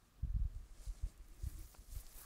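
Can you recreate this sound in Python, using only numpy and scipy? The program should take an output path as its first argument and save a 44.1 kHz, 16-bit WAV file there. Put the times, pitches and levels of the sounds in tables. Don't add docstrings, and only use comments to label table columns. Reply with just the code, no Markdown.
import sys
import numpy as np
from scipy import signal
from scipy.fft import rfft, irfft
from scipy.io import wavfile
from scipy.ndimage import uniform_filter1d

SR = 44100
rng = np.random.default_rng(int(sys.argv[2]) if len(sys.argv) > 2 else 0)


def transcribe(u):
    v = np.clip(np.atleast_2d(u).T, -1, 1)
    q = np.round(v * 32767).astype(np.int16)
    wavfile.write(sys.argv[1], SR, q)


N = 99225


def amp(db):
    return 10 ** (np.asarray(db) / 20)


def unit(x):
    return x / np.sqrt(np.mean(x ** 2) + 1e-20)


def level(points):
    return amp(np.interp(np.arange(N) / SR, *np.transpose(points)))


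def colour(x, points):
    hz, db = np.transpose(points)
    f = np.fft.rfftfreq(N, 1 / SR)
    return unit(irfft(rfft(x) * amp(np.interp(np.log(f + 1), np.log(hz + 1), db)), N))


def drift(rate):
    f = np.fft.rfftfreq(N, 1 / SR)
    return unit(irfft(rfft(rng.standard_normal(N)) * (f > 0) / (1 + (f / rate) ** 4), N))


def patchy(x, depth_db):
    z = signal.stft(x, nperseg=256)[2]
    field = uniform_filter1d(rng.standard_normal(z.shape), size=7, axis=0)
    field = uniform_filter1d(field, size=7, axis=1)
    return unit(signal.istft(z * amp(depth_db * unit(field)), nperseg=256)[1][:N])


def add(mix, s, sound):
    part = mix[max(round(s * SR), 0):][:len(sound)]
    part += sound[:len(part)]


# centre in seconds, strength in dB, half width in seconds.
EDDIES = [(.234, -30.5, 0.0024), (.250, -34, 0.0016), (.276, -40.5, 0.0023), (0.3, -34.5, 0.0048),
          (.346, -30, 0.0034), (0.365, -31, 0.0019), (0.399, -33.5, 0.0022), (0.416, -28, 0.0073),
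          (0.453, -29, 0.0035), (.561, -36, 0.0052), (.625, -47, 0.0077), (0.711, -48.5, 0.011),
          (.800, -45.5, 0.011), (0.872, -39.5, 0.0032), (0.893, -36, 0.0069), (1.037, -30, 0.0044),
          (1.062, -44, 0.0022), (1.204, -51, 0.0079), (1.32, -48, 0.015), (1.438, -34.5, 0.0031),
          (1.47, -32, 0.00264), (1.555, -45, 0.0029), (1.607, -43.5, 0.0041), (1.792, -46, 0.0055),
          (1.924, -41, .0055), (1.963, -35, 0.0045), (2.061, -49, 0.02), (2.155, -46.5, 0.013)]
# time in seconds, level in dB.
BUFFET = [(0, -72.5), (.14, -72.5), (.22, -57.5), (.32, -56), (.5, -51), (.62, -50.5), (.69, -65.5),
          (.85, -59.5), (.98, -59.5), (1.12, -65), (1.19, -58), (1.27, -60), (1.37, -60), (1.45, -48),
          (1.64, -52), (1.71, -66.5), (1.86, -63.5), (1.94, -49.5), (2.11, -68), (2.25, -61)]
# frequency in Hz, relative level in dB.
BUFFET_COLOUR = [(10, -24.5), (25, 0), (42, 3.5), (65, -10), (100, -16.5), (160, -32.5), (300, -38),
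                 (800, -92)]
MIC_LOW_HZ, MIC_WIDTH_HZ, EDDY_TOP_HZ = 39.2, 32.6, 185


def wind():
    t, f = np.arange(N) / SR, np.fft.rfftfreq(N, 1 / SR)
    bass_cut = signal.bilinear([1, 0, 0], [1, 2 * np.pi * MIC_WIDTH_HZ, (2 * np.pi * MIC_LOW_HZ) ** 2], SR)
    thumps = np.zeros(N)
    for s, db, width in EDDIES:
        push = 1 / (1 + ((t - s) / width) ** 2 / 2) ** 2
        bump = signal.lfilter(*bass_cut, push)
        thumps += amp(db) * bump / abs(bump).max()
    thumps = irfft(rfft(thumps) / np.sqrt(1 + (f / EDDY_TOP_HZ) ** 4), N)
    churn = colour(rng.standard_normal(N), BUFFET_COLOUR)
    churn /= np.sqrt(uniform_filter1d(churn ** 2, size=3500) + 0.071)
    return thumps + churn * level(BUFFET)


GRAINS_PER_S, GRAIN_SPREAD_DB = 2500, 3.5


def blades(spectrum, grainy, flutter_db, patch_db):
    sizes = amp(GRAIN_SPREAD_DB * np.minimum(rng.exponential(1, N), 4)) * rng.choice([-1, 1], N)
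    grains = unit(sizes * (rng.random(N) < GRAINS_PER_S / SR))
    share = np.clip(grainy, 0, 1)
    drive = np.sqrt(share) * grains + np.sqrt(1 - share) * rng.standard_normal(N)
    return patchy(colour(drive, spectrum), patch_db) * amp(flutter_db * drift(70))


# time in seconds, level in dB before trim.
BODY = [(0, -103), (.5, -83.5), (.7, -82.5), (.78, -75.5), (.93, -75), (.98, -78.5), (1.07, -73),
        (1.15, -80), (1.35, -77.5), (1.45, -74), (1.57, -73), (1.7, -79.5), (1.87, -84), (1.96, -69),
        (2.05, -74), (2.19, -69), (2.25, -79)]
SWISH = [(0, -85), (.08, -80), (.13, -100), (.48, -86.5), (.56, -80), (.71, -78), (.79, -69.5),
         (.856, -63.5), (.9, -68.5), (.99, -70), (1.055, -73.5), (1.09, -64), (1.14, -81.5), (1.25, -78),
         (1.38, -74), (1.44, -64.5), (1.56, -69), (1.6, -64.5), (1.68, -70.5), (1.73, -67), (1.8, -71),
         (1.88, -72.5), (1.92, -64.5), (1.995, -64), (2.04, -68), (2.075, -66), (2.15, -66), (2.19, -63),
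         (2.25, -65)]
FIZZ = [(.7, -100), (.85, -73), (.96, -91), (1.03, -87), (1.09, -78), (1.2, -88), (1.3, -79), (1.38, -78),
        (1.495, -62), (1.56, -71.5), (1.62, -67), (1.72, -70), (1.77, -74), (1.895, -72.5), (1.92, -63.5),
        (2.01, -58.5), (2.045, -72), (2.14, -63.5), (2.19, -57), (2.22, -57), (2.25, -62)]
# frequency in Hz, relative level in dB.
BODY_COLOUR = [(150, -3), (300, -0.5), (600, -2), (1200, -7.5), (2200, -6), (3500, -14.5), (7000, -44.5)]
SWISH_COLOUR = [(1500, -22.5), (2800, -11), (4000, -2), (7000, 2), (9500, 0), (12000, -10), (15500, -25.5)]
FIZZ_COLOUR = [(5000, -17), (8500, -7.5), (11500, 0.5), (14000, -4.5), (15700, -2)]
BODY_TRIM_DB, SWISH_TRIM_DB, FIZZ_TRIM_DB = 0.5, -1, 0.5


def grass():
    body = level(BODY) * blades(BODY_COLOUR, grainy=0.41, flutter_db=1.5, patch_db=1.5)
    swish = level(SWISH) * blades(SWISH_COLOUR, grainy=0.4, flutter_db=0.95, patch_db=1.5)
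    fizz = level(FIZZ) * blades(FIZZ_COLOUR, grainy=0.27, flutter_db=1.7, patch_db=-1.0)
    return amp(BODY_TRIM_DB) * body + amp(SWISH_TRIM_DB) * swish + amp(FIZZ_TRIM_DB) * fizz


# start in seconds, length in seconds, level in dB.
SIZZLES = [(1.622, 0.12, -67), (1.91, .11, -82), (2.167, 0.066, -61)]
# frequency in Hz, relative level in dB.
SIZZLE_COLOUR = [(9000, -30), (12000, -19), (14200, -5), (15700, -6)]
SIZZLE_EDGE_S = 0.016


def sizzle():
    gain, t = np.zeros(N), np.arange(N) / SR
    for s, length, db in SIZZLES:
        inside_s = np.minimum(t - s, s + length - t)
        gain += amp(db) * np.clip(inside_s / SIZZLE_EDGE_S + .5, 0, 1)
    return gain * colour(rng.standard_normal(N), SIZZLE_COLOUR)


# start in seconds, peak level in dB, band centre in Hz.
SNAPS = [(0.55, -60.5, 3970), (.583, -71, 8000), (.976, -70, 12000), (1.177, -55, 7800), (1.285, -52, 9800),
         (1.347, -58, 8000), (1.589, -49, 11900), (2.0666, -48, 4860)]
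SNAP_FADE_S, SNAP_OCTAVES = 0.00084, 0.71


def stalks():
    out, t = np.zeros(N), np.arange(512) / SR
    f = np.fft.rfftfreq(len(t), 1 / SR)
    for s, db, hz in SNAPS:
        band = np.exp(-.5 * (np.log2((f + 1) / hz) / SNAP_OCTAVES) ** 2)
        crack = irfft(rfft(rng.standard_normal(len(t))) * band) * np.exp(-t / SNAP_FADE_S)
        add(out, s, amp(db) * crack / abs(crack).max())
    return out


# start in seconds, peak level in dB.
TICKS = [(1.744, -53), (1.7491, -45)]
# frequency in Hz, relative level in dB, seconds to fade by 60 dB.
TWIG_MODES = [(740, -6, 0.018), (1010, 2, 0.0079), (1370, -5.5, 0.015), (2460, -3, 0.0048),
              (4400, -12, .003)]


def twig():
    out, t = np.zeros(N), np.arange(SR // 20) / SR
    ring = sum(amp(db) * np.exp(-np.log(1000) * t / t60) * np.sin(2 * np.pi * hz * t)
               for hz, db, t60 in TWIG_MODES)
    for s, db in TICKS:
        add(out, s, amp(db) * ring / abs(ring).max())
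    return out


# time in seconds, level in dB.
RASP = [(2.15, -78), (2.2, -70.5), (2.236, -63), (2.25, -61.5)]
# frequency in Hz, relative level in dB.
RASP_COLOUR = [(700, -27), (1040, -11), (1220, -6.5), (1420, -14), (1670, -12.5), (2100, -24.5)]


def rasp():
    rub = colour(rng.standard_normal(N), RASP_COLOUR)
    running_rms = np.sqrt(uniform_filter1d(rub ** 2, size=900) + 1e-9)
    return level(RASP) * rub / running_rms


# time in seconds, level in dB.
MOAN = [(.45, -89), (.56, -82.5), (.86, -81.5), (.96, -87), (1.04, -70), (1.13, -83.5), (1.32, -75.5),
        (1.49, -69), (1.62, -73), (1.69, -94)]
MOAN_HZ, MOAN_WAVER = 313, 0.061


def moan():
    cycles = np.cumsum(MOAN_HZ * (1 + MOAN_WAVER * drift(27))) / SR
    tremble = 1 + 0.7 * drift(32)
    return level(MOAN) * unit(np.sin(2 * np.pi * cycles) * tremble)


# frequency in Hz, relative level in dB.
AIR_COLOUR = [(70, 4.5), (150, 7), (280, 0.5), (420, -4), (750, -6.5), (1100, -19), (2300, -14),
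              (4500, -17), (9000, -22), (15500, -26.5)]
AIR_DB = -72


def air():
    return amp(AIR_DB) * patchy(colour(rng.standard_normal(N), AIR_COLOUR), depth_db=2.25)


def scene():
    return (wind() + air() + grass() + sizzle() + stalks() + twig() + moan() + rasp())[None]


EDGE_HZ = 15720


def record(dry):
    taps = signal.firwin(801, EDGE_HZ, window=("kaiser", 9), fs=SR)
    return signal.oaconvolve(dry, taps[None], "same")


dry = scene()
out = record(dry)
transcribe(out)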